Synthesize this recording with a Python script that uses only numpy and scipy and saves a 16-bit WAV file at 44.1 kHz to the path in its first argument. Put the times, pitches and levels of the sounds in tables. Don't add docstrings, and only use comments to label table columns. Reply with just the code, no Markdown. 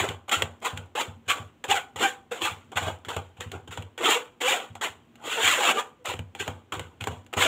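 import sys
import numpy as np
from scipy import signal
from scipy.fft import rfft, irfft, next_fast_len
from scipy.io import wavfile
from scipy.ndimage import uniform_filter1d, map_coordinates

SR = 44100
rng = np.random.default_rng(int(sys.argv[2]) if len(sys.argv) > 2 else 0)


def wav_out(sig):
    wavfile.write(sys.argv[1], SR, np.round(np.clip(np.atleast_2d(sig).T, -1, 1) * 32767).astype(np.int16))


def rack_gain(trim_db):
    fader = np.asarray(trim_db, float)
    return 10 ** (fader / 20)


N = 329427
T = np.arange(N) / SR

# (frequency [Hz], level [dB per Hz])
AIR_SPECTRUM = [(18, -47), (32, -23.5), (60, -4), (110, 1.5), (190, -3.5), (280, -0.5), (570, -11.5),
                (1160, -15.5), (1860, -20), (3100, -19), (5000, -37.5), (7300, -29.5), (10000, -42),
                (15500, -40.5)]
# (frequency [Hz], time to fall 60 dB [s])
KITCHEN_DECAY = [(200, 0.31), (1000, 0.39), (3000, 0.13), (8000, 0.19), (15000, 0.15)]
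# (frequency [Hz], relative level [dB], time to fall 60 dB [s])
COUNTER_MODES = [(84, 5, .4), (95, 12, .3), (112, 3, .2)]
# (frequency [Hz], relative level [dB], time to fall 60 dB [s])
JUG_MODES = [(150, 1, .2), (235, -3, .16)]
# (time [s], relative level [dB])
THUMPS = [(0.009, -34), (0.087, -32.5), (0.366, -37), (0.427, -33), (0.73, -35), (0.783, -38),
          (1.079, -37.5), (1.271, -45), (1.398, -37.5), (1.683, -42), (1.958, -44), (2.426, -47),
          (2.513, -40), (2.757, -36), (2.821, -36), (2.865, -33), (3.069, -42.5), (3.164, -32),
          (3.386, -42), (3.46, -37.5), (3.544, -38.5), (3.687, -41.5), (3.783, -34), (4.701, -43),
          (4.893, -50), (5.439, -41.5), (6.082, -44), (6.14, -39), (6.19, -32), (6.4, -42), (6.48, -33),
          (6.726, -43), (6.766, -38.5), (6.8, -37.5), (7.012, -36), (7.08, -34), (7.118, -35.5),
          (7.367, -31), (7.409, -48)]
# (time [s], relative level [dB])
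DRIPS = [(.6025, -50), (.8604, -56), (2.6469, -57), (2.961, -54), (2.988, -54), (3.2919, -58), (5.053, -64),
         (5.1991, -57), (5.225, -52), (6.0437, -46), (7.1756, -54), (7.2479, -58)]
# (time [s], relative level [dB], low knock above it [dB])
TAPS = [(0.0884, -21, -41), (0.2823, -38, -15), (0.2937, -20, -20), (0.4213, -11.5, -3), (0.7746, -25, -24),
        (1.641, -21.5, -7), (2.7184, -38, -9), (2.7731, -19, -12), (3.1649, -22.5, 6), (3.4067, -22, -4),
        (3.5174, -27, -22), (3.709, -44, -19), (3.7738, -28.5, 8), (3.823, -35, -12), (3.9781, -30.5, 3),
        (4.415, -29.5, 8), (4.7526, -33, 3), (5.1557, -40, -6), (6.0566, -20.5, -20), (6.137, -29.5, 8),
        (6.191, -30, 2), (6.35, -30, -1), (6.4035, -36, -3), (6.4777, -21.5, 8), (6.7231, -27, -40),
        (6.7946, -23.5, 2.5), (7.009, -26, -14), (7.04, -23.5, -3), (7.0715, -20, 10), (7.2638, -41.5, 0.5),
        (7.337, -23, 5.5)]
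# (frequency [Hz], relative level [dB per Hz])
RASP_SPECTRUM = [(760, -26), (1300, -6), (1620, -5), (1830, -4), (3300, -1), (4940, -23.5), (6070, -19.5),
                 (7090, -6), (9670, -23.5), (12500, -25), (15400, -27.5)]
# (frequency [Hz], relative level [dB per Hz])
BODY_SPECTRUM = [(88, -50), (150, -24), (331, -9), (478, -5.5), (624, -10), (776, -6), (1600, -20.5),
                 (2080, -41.5), (3520, -120)]
# (frequency [Hz], width [Hz], level [dB])
RIM_MODES = [(495, 12, -2), (770, 12, -11), (805, 24, -7), (1005, 20, -8), (1145, 9, -2), (1440, 12, -5),
             (1480, 10, -2), (1556, 9, -8), (1585, 14, -7), (1960, 20, -11), (2385, 8, -4), (2780, 30, -6),
             (2960, 30, -6), (3110, 14, -5), (3320, 30, -6)]
# (start [s], end [s], wires a second at start [Hz], at end [Hz],
# relative level [dB], octave against the fundamental [dB])
SINGING = [(.315, 0.362, 1240, 1440, -22.5, -16), (.315, .347, 3450, 3000, -25, -40),
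           (4.048, 4.082, 3550, 3150, -27, -40), (4.098, 4.128, 2700, 2820, -21, -40),
           (4.476, 4.49, 2300, 2400, -22, -40), (5.685, 5.71, 2650, 2680, -25, -40),
           (1.685, 1.717, 330, 480, -29, 1), (1.711, 1.73, 710, 900, -14.5, -32),
           (1.736, 1.751, 780, 790, -20, -28), (1.76, 1.793, 800, 680, -29.5, 1),
           (1.999, 2.037, 240, 980, -29, -10), (2.026, 2.08, 805, 760, -24, 0.5),
           (2.312, 2.351, 484, 456, -29, -19), (2.433, 2.46, 2640, 2660, -26.5, -31),
           (2.45, 2.501, 1210, 1170, -28.5, -19), (3.995, 4.033, 374, 300, -31.5, -27),
           (4.049, 4.09, 1390, 1180, -20.5, -11), (4.03, 4.06, 620, 750, -28, -10),
           (4.19, 4.235, 470, 450, -38, -30), (4.07, 4.103, 480, 420, -27, 1.5),
           (4.146, 4.185, 500, 470, -27.5, -42), (4.425, 4.487, 480, 540, -26, -7),
           (4.472, 4.509, 710, 950, -25, -13), (4.521, 4.536, 1120, 1400, -27, 3.5),
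           (4.816, 4.843, 920, 800, -31.5, -41), (5.37, 5.42, 490, 427, -31, 1.5),
           (5.503, 5.544, 1580, 930, -23.5, -13.5), (5.67, 5.711, 1170, 1120, -24, -3),
           (5.764, 5.81, 1200, 1200, -25, -16), (.642, .678, 880, 1100, -30, -8),
           (.965, 1.02, 800, 980, -31, -10), (1.29, 1.325, 1080, 1200, -27, -8),
           (5.985, 6.04, 510, 500, -55, -30), (6.403, 6.43, 390, 420, -33, -20)]
# (start [s], peak [s], relative rasp level at the peak [dB], fade [dB/s],
# low body above the rasp [dB])
PUSHES = [(0, -0, -18.5, 497, -2), (0.014, 0.04, -32, 250, 7.5), (0.074, 0.093, -39, 270, 12),
          (.279, 0.283, -40, 100, 4.5), (0.313, .316, -19.5, 300, -6), (0.314, 0.334, -20, 327, -3),
          (.37, 0.427, -42.5, 235, 11), (0.616, 0.625, -39.5, 144, 9.5), (0.641, 0.651, -26, 300, -4),
          (0.645, 0.658, -26, 502, 4.5), (0.758, 0.769, -45, 224, 9.5), (.951, .955, -31.5, 185, 2),
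          (.952, 1.008, -23.5, 796, 1.5), (1.255, 1.264, -59.5, 100, 7), (1.28, 1.283, -29, 187, 1.5),
          (1.279, 1.307, -17.5, 661, -27), (1.36, 1.373, -43.5, 250, 9), (1.639, 1.644, -36, 393, 7.5),
          (1.681, 1.714, -20, 400, -2), (1.738, 1.761, -24.5, 373, -6), (1.959, 1.961, -32.5, 800, 3),
          (1.968, 2.01, -29, 215, 3.5), (1.995, 2.04, -20, 301, -4), (2.31, 2.318, -33.5, 120, 4.5),
          (2.405, 2.422, -27.5, 178, 0.5), (2.412, 2.455, -23, 340, -4.5), (2.716, 2.724, -46, 463, 11.5),
          (2.757, 2.774, -22.5, 480, 1), (2.784, 2.828, -33, 206, 7), (2.834, 2.879, -33.5, 421, 7),
          (3.049, 3.048, -37.5, 598, 2), (3.083, 3.086, -33.5, 152, -3), (3.084, 3.101, -37.5, 300, 9),
          (3.167, 3.167, -37, 600, 12), (3.365, 3.372, -53.5, 200, 8), (3.402, 3.403, -40, 207, 3.5),
          (3.405, 3.419, -39, 500, -1), (3.516, 3.516, -45, 212, 12), (3.52, 3.538, -44.5, 399, 11),
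          (3.674, 3.677, -43.5, 900, 5), (3.707, 3.71, -39.5, 300, -2), (3.712, 3.726, -38.5, 350, 2),
          (3.765, 3.778, -45.5, 215, 8.5), (3.977, 3.979, -36.5, 104, 0), (3.98, 4.017, -39.5, 146, 10),
          (4.01, 4.06, -21.5, 186, 0.5), (4.054, 4.115, -17.5, 290, -3.5), (4.404, 4.413, -25.5, 212, -1.5),
          (4.423, 4.491, -18.5, 202, -21), (4.487, 4.54, -30, 240, 9.5), (4.755, 4.754, -44.5, 767.5, 8.5),
          (4.811, 4.813, -30, 215, -1), (4.811, 4.837, -23.5, 393, -1.5), (5.751, 5.792, -25.5, 683.5, 4),
          (6.047, 6.053, -36, 196, 5.5), (6.051, 6.073, -31, 600, -2.5), (6.066, 6.094, -29, 284, 1),
          (6.349, 6.36, -48.5, 174, 6), (6.388, 6.401, -29, 267, -3), (6.437, 6.472, -43, 182, 10),
          (6.721, 6.723, -31, 300, 8), (6.735, 6.737, -38, 300, 2), (6.794, 6.794, -43, 184, 7),
          (7.004, 7.009, -36.5, 275, 0.5), (7.058, 7.079, -37, 766, 5), (7.1, 7.113, -44.5, 197, 7),
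          (7.328, 7.33, -32.5, 600, 2.5), (7.363, 7.371, -26.5, 100, 4.5), (7.372, 7.417, -17, 128, -5)]
# (time [s], relative rasp level [dB], low body above it [dB])
GRIND = [(5.151, -73.5, 4), (5.2, -64.5, 11), (5.261, -32.5, 3.5), (5.326, -28, -6), (5.382, -30, -2),
         (5.42, -25.5, -1.5), (5.45, -18, -11.5), (5.53, -17.5, -12.5), (5.55, -23, -7), (5.591, -25.5, -1),
         (5.713, -19.5, -0.5), (5.732, -36, 12.5), (5.78, -40, 2)]


def unit(x):
    return x / np.sqrt(np.mean(x ** 2) + 1e-20)


def along(points, hz):
    f, value = np.transpose(points)
    return np.interp(np.log(hz + 1), np.log(f + 1), value)


def wobble(rate):
    return map_coordinates(rng.standard_normal(int(N * rate / SR) + 4), [T * rate])


def filtered(x, response):
    size = next_fast_len(N + SR // 2)
    return irfft(rfft(x, size) * response(np.fft.rfftfreq(size, 1 / SR)), size)[:N]


def low_cut(x, corner_hz, order):
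    return filtered(x, lambda hz: (1j * hz / (corner_hz + 1j * hz)) ** order)


def coloured(x, spectrum):
    size = 4096
    gain = rack_gain(along(spectrum, np.fft.rfftfreq(size, 1 / SR)))
    cepstrum = irfft(np.log(gain + 1e-6))
    cepstrum[1:size // 2] *= 2
    cepstrum[size // 2 + 1:] = 0
    impulse = irfft(np.exp(rfft(cepstrum)))
    return signal.fftconvolve(x, impulse)[:N]


def hum():
    noise = filtered(rng.standard_normal(N), lambda hz: rack_gain(along(AIR_SPECTRUM, hz)))
    band = filtered(rng.standard_normal(N), lambda hz: np.exp(-((hz - 235) / 18) ** 2))
    air_db = -60.5 + 0.9 * wobble(3)
    drone_db = -65.5 + 6.7 * np.tanh(wobble(6))
    return rack_gain(air_db) * unit(noise) + rack_gain(drone_db) * unit(band)


def kitchen(x):
    out = np.zeros(N + 2 * SR)
    step, delay = SR // 4, 200
    for start in range(0, N, step):
        hz, t, noise = signal.stft(rng.standard_normal(SR // 2), SR, nperseg=256)
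        decay_db = -60 * t / along(KITCHEN_DECAY, hz)[:, None]
        tail = signal.istft(noise * rack_gain(decay_db), SR, nperseg=256)[1]
        wet = signal.fftconvolve(x[start:start + step], tail / np.linalg.norm(tail))
        out[start + delay:][:len(wet)] += wet
    return out[:N]


def thumps():
    out, t = np.zeros(N + SR), np.arange(SR // 2) / SR
    swell = 1 - np.exp(-t / 0.005)
    for s, db in THUMPS:
        seat = 1 + 0.02 * rng.standard_normal(5)
        ring = np.zeros(len(t))
        for (hz, mode_db, t60), detune in zip(COUNTER_MODES + JUG_MODES, seat):
            ring += rack_gain(mode_db - 60 * t / t60) * np.sin(2 * np.pi * hz * detune * t)
        out[round(s * SR):][:len(t)] += rack_gain(db) * ring * swell
    return low_cut(out[:N], 75, order=4)


def drips():
    ticks, t = np.zeros(N + SR), np.arange(SR // 50) / SR
    for s, db in DRIPS:
        ticks[round(s * SR):][:len(t)] += rack_gain(db - 60 * t / 0.012) * rng.standard_normal(len(t))
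    return coloured(ticks[:N], [(1500, -14), (4000, -8), (7500, 0), (15000, -16)])


def taps():
    crack, knock = np.zeros(N + SR), np.zeros(N + SR)
    t = np.arange(SR // 8) / SR
    onset = (1 - np.exp(-t / 0.0003)) * (1 + 1.2 * np.exp(-t / 0.001))
    for s, db, knock_db in TAPS:
        burst = rng.standard_normal((2, len(t))) * onset
        crack[round(s * SR):][:len(t)] += rack_gain(db - 60 * t / 0.032) * burst[0]
        knock[round(s * SR):][:len(t)] += rack_gain(db + knock_db - 60 * t / 0.055) * burst[1]
    return rack_gain(4.5) * coloured(crack[:N], RASP_SPECTRUM) + rack_gain(9) * coloured(knock[:N], BODY_SPECTRUM)


def rim(x):
    def response(f):
        ringing = 0
        for centre, width, db in RIM_MODES:
            ringing = ringing + rack_gain(db) * 1j * f * width / (centre ** 2 - f ** 2 + 1j * f * width)
        return 1 + ringing
    return filtered(x, response)


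def singing():
    out = np.zeros(N)
    rough_hz, shaky = 12 * wobble(120), rack_gain(1.8 * wobble(150))
    for start, end, first, last, db, octave_db in SINGING:
        now = (T > start) & (T < end)
        u = (T[now] - start) / (end - start)
        crossing_hz = first + (last - first) * u + rough_hz[now]
        phase = 2 * np.pi * np.cumsum(crossing_hz) / SR
        tone = np.sin(phase) + rack_gain(octave_db) * np.sin(2 * phase)
        for k in range(3, 9):
            if k * last < 3800:
                partial_db = -8 + octave_db / 2 - 2.5 * (k - 3)
                tone += rack_gain(partial_db) * np.sin(k * phase + k * k)
        out[now] += rack_gain(db) * np.sin(np.pi * u) ** 0.95 * tone
    return out * shaky


def wires(per_s, scatter, size_db, smear):
    speed = per_s * np.exp(0.25 * wobble(25))
    crossed = np.cumsum(speed / SR + scatter * rng.standard_normal(N))
    clicks = np.diff(np.floor(np.maximum.accumulate(crossed)), prepend=0)
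    clicks = clicks * rack_gain(size_db * rng.standard_normal(N))
    hiss = rng.standard_normal(N)
    return np.sqrt(1 - smear) * unit(clicks - clicks.mean()) + np.sqrt(smear) * hiss


def shifting(x, depth_db):
    z = signal.stft(x, nperseg=512)[2]
    field = uniform_filter1d(rng.standard_normal(z.shape), size=2, axis=0)
    field = uniform_filter1d(field, size=5, axis=1)
    fading = 1 / (1 + (np.linspace(0, SR / 2, len(z)) / 6500) ** 2)
    swell_db = depth_db * np.clip(unit(field), -2, 1.6) * fading[:, None]
    return signal.istft(z * rack_gain(swell_db), nperseg=512)[1][:N]


def grit(per_s):
    catches = (rng.random(N) < per_s / SR) * rng.uniform(0.1, 0.5, N)
    return 1 + signal.lfilter([1], [1, -np.exp(-1 / (0.001 * SR))], catches)


def pressure():
    rise_db, rounding = 21, 0.16
    drag_db, drag_db_per_s = -12, 222
    body_follows = 0.93
    rasp_power, body_power = np.zeros(N), np.zeros(N)
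    for start, peak, db, fade, body_db in PUSHES:
        now = slice(round(start * SR), round((peak + 0.5) * SR))
        rise = max(peak - start, 1e-3)
        away = np.hypot(T[now] - peak, rounding * rise) - rounding * rise
        fade_power = rack_gain(-2 * fade * away)
        drag_power = rack_gain(2 * (drag_db - drag_db_per_s * away))
        fall_db = 10 * np.log10(fade_power + drag_power)
        shape_db = np.where(T[now] < peak, -rise_db * away / rise, fall_db)
        rasp_power[now] += rack_gain(2 * (db + shape_db))
        body_power[now] += rack_gain(2 * (db + body_db + body_follows * shape_db))
    s, level, low = np.transpose(GRIND)
    now = (T >= s[0]) & (T <= s[-1])
    rasp_power[now] += rack_gain(2 * np.interp(T[now], s, level))
    body_power[now] += rack_gain(2 * np.interp(T[now], s, level + low))
    return np.sqrt(rasp_power), np.sqrt(body_power)


def scrape():
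    rasp_gain, body_gain = pressure()
    flutter_db = np.tanh(wobble(45)) + 1.3 * np.tanh(wobble(260))
    crossings = wires(1100, scatter=0.04, size_db=2.0, smear=0.7)
    contact = shifting(crossings, depth_db=5.0) * grit(300)
    rasp = unit(coloured(contact, RASP_SPECTRUM)) * rasp_gain * rack_gain(flutter_db - 2.91)
    body_db = flutter_db + 0.99 * wobble(30) - 7.0
    body = unit(coloured(contact, BODY_SPECTRUM)) * body_gain * rack_gain(body_db)
    return low_cut(rasp + body, 60, order=2)


def scene():
    sieve = rim(scrape() + taps() + drips() + singing())
    room = rack_gain(-15.0) * kitchen(sieve)
    return (sieve + room + thumps() + hum())[None]


def band_limit(x):
    return signal.sosfilt(signal.butter(12, 16630, fs=SR, output="sos"), x)


def record(dry):
    def capsule(hz):
        peak = rack_gain(5 * np.exp(-((hz - 15300) / 1300) ** 2))
        return peak / (1 + (hz / 15620) ** 160)
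    mix = filtered(dry[0], capsule)[None]
    return band_limit(mix)


dry = scene()
out = record(dry)
wav_out(out)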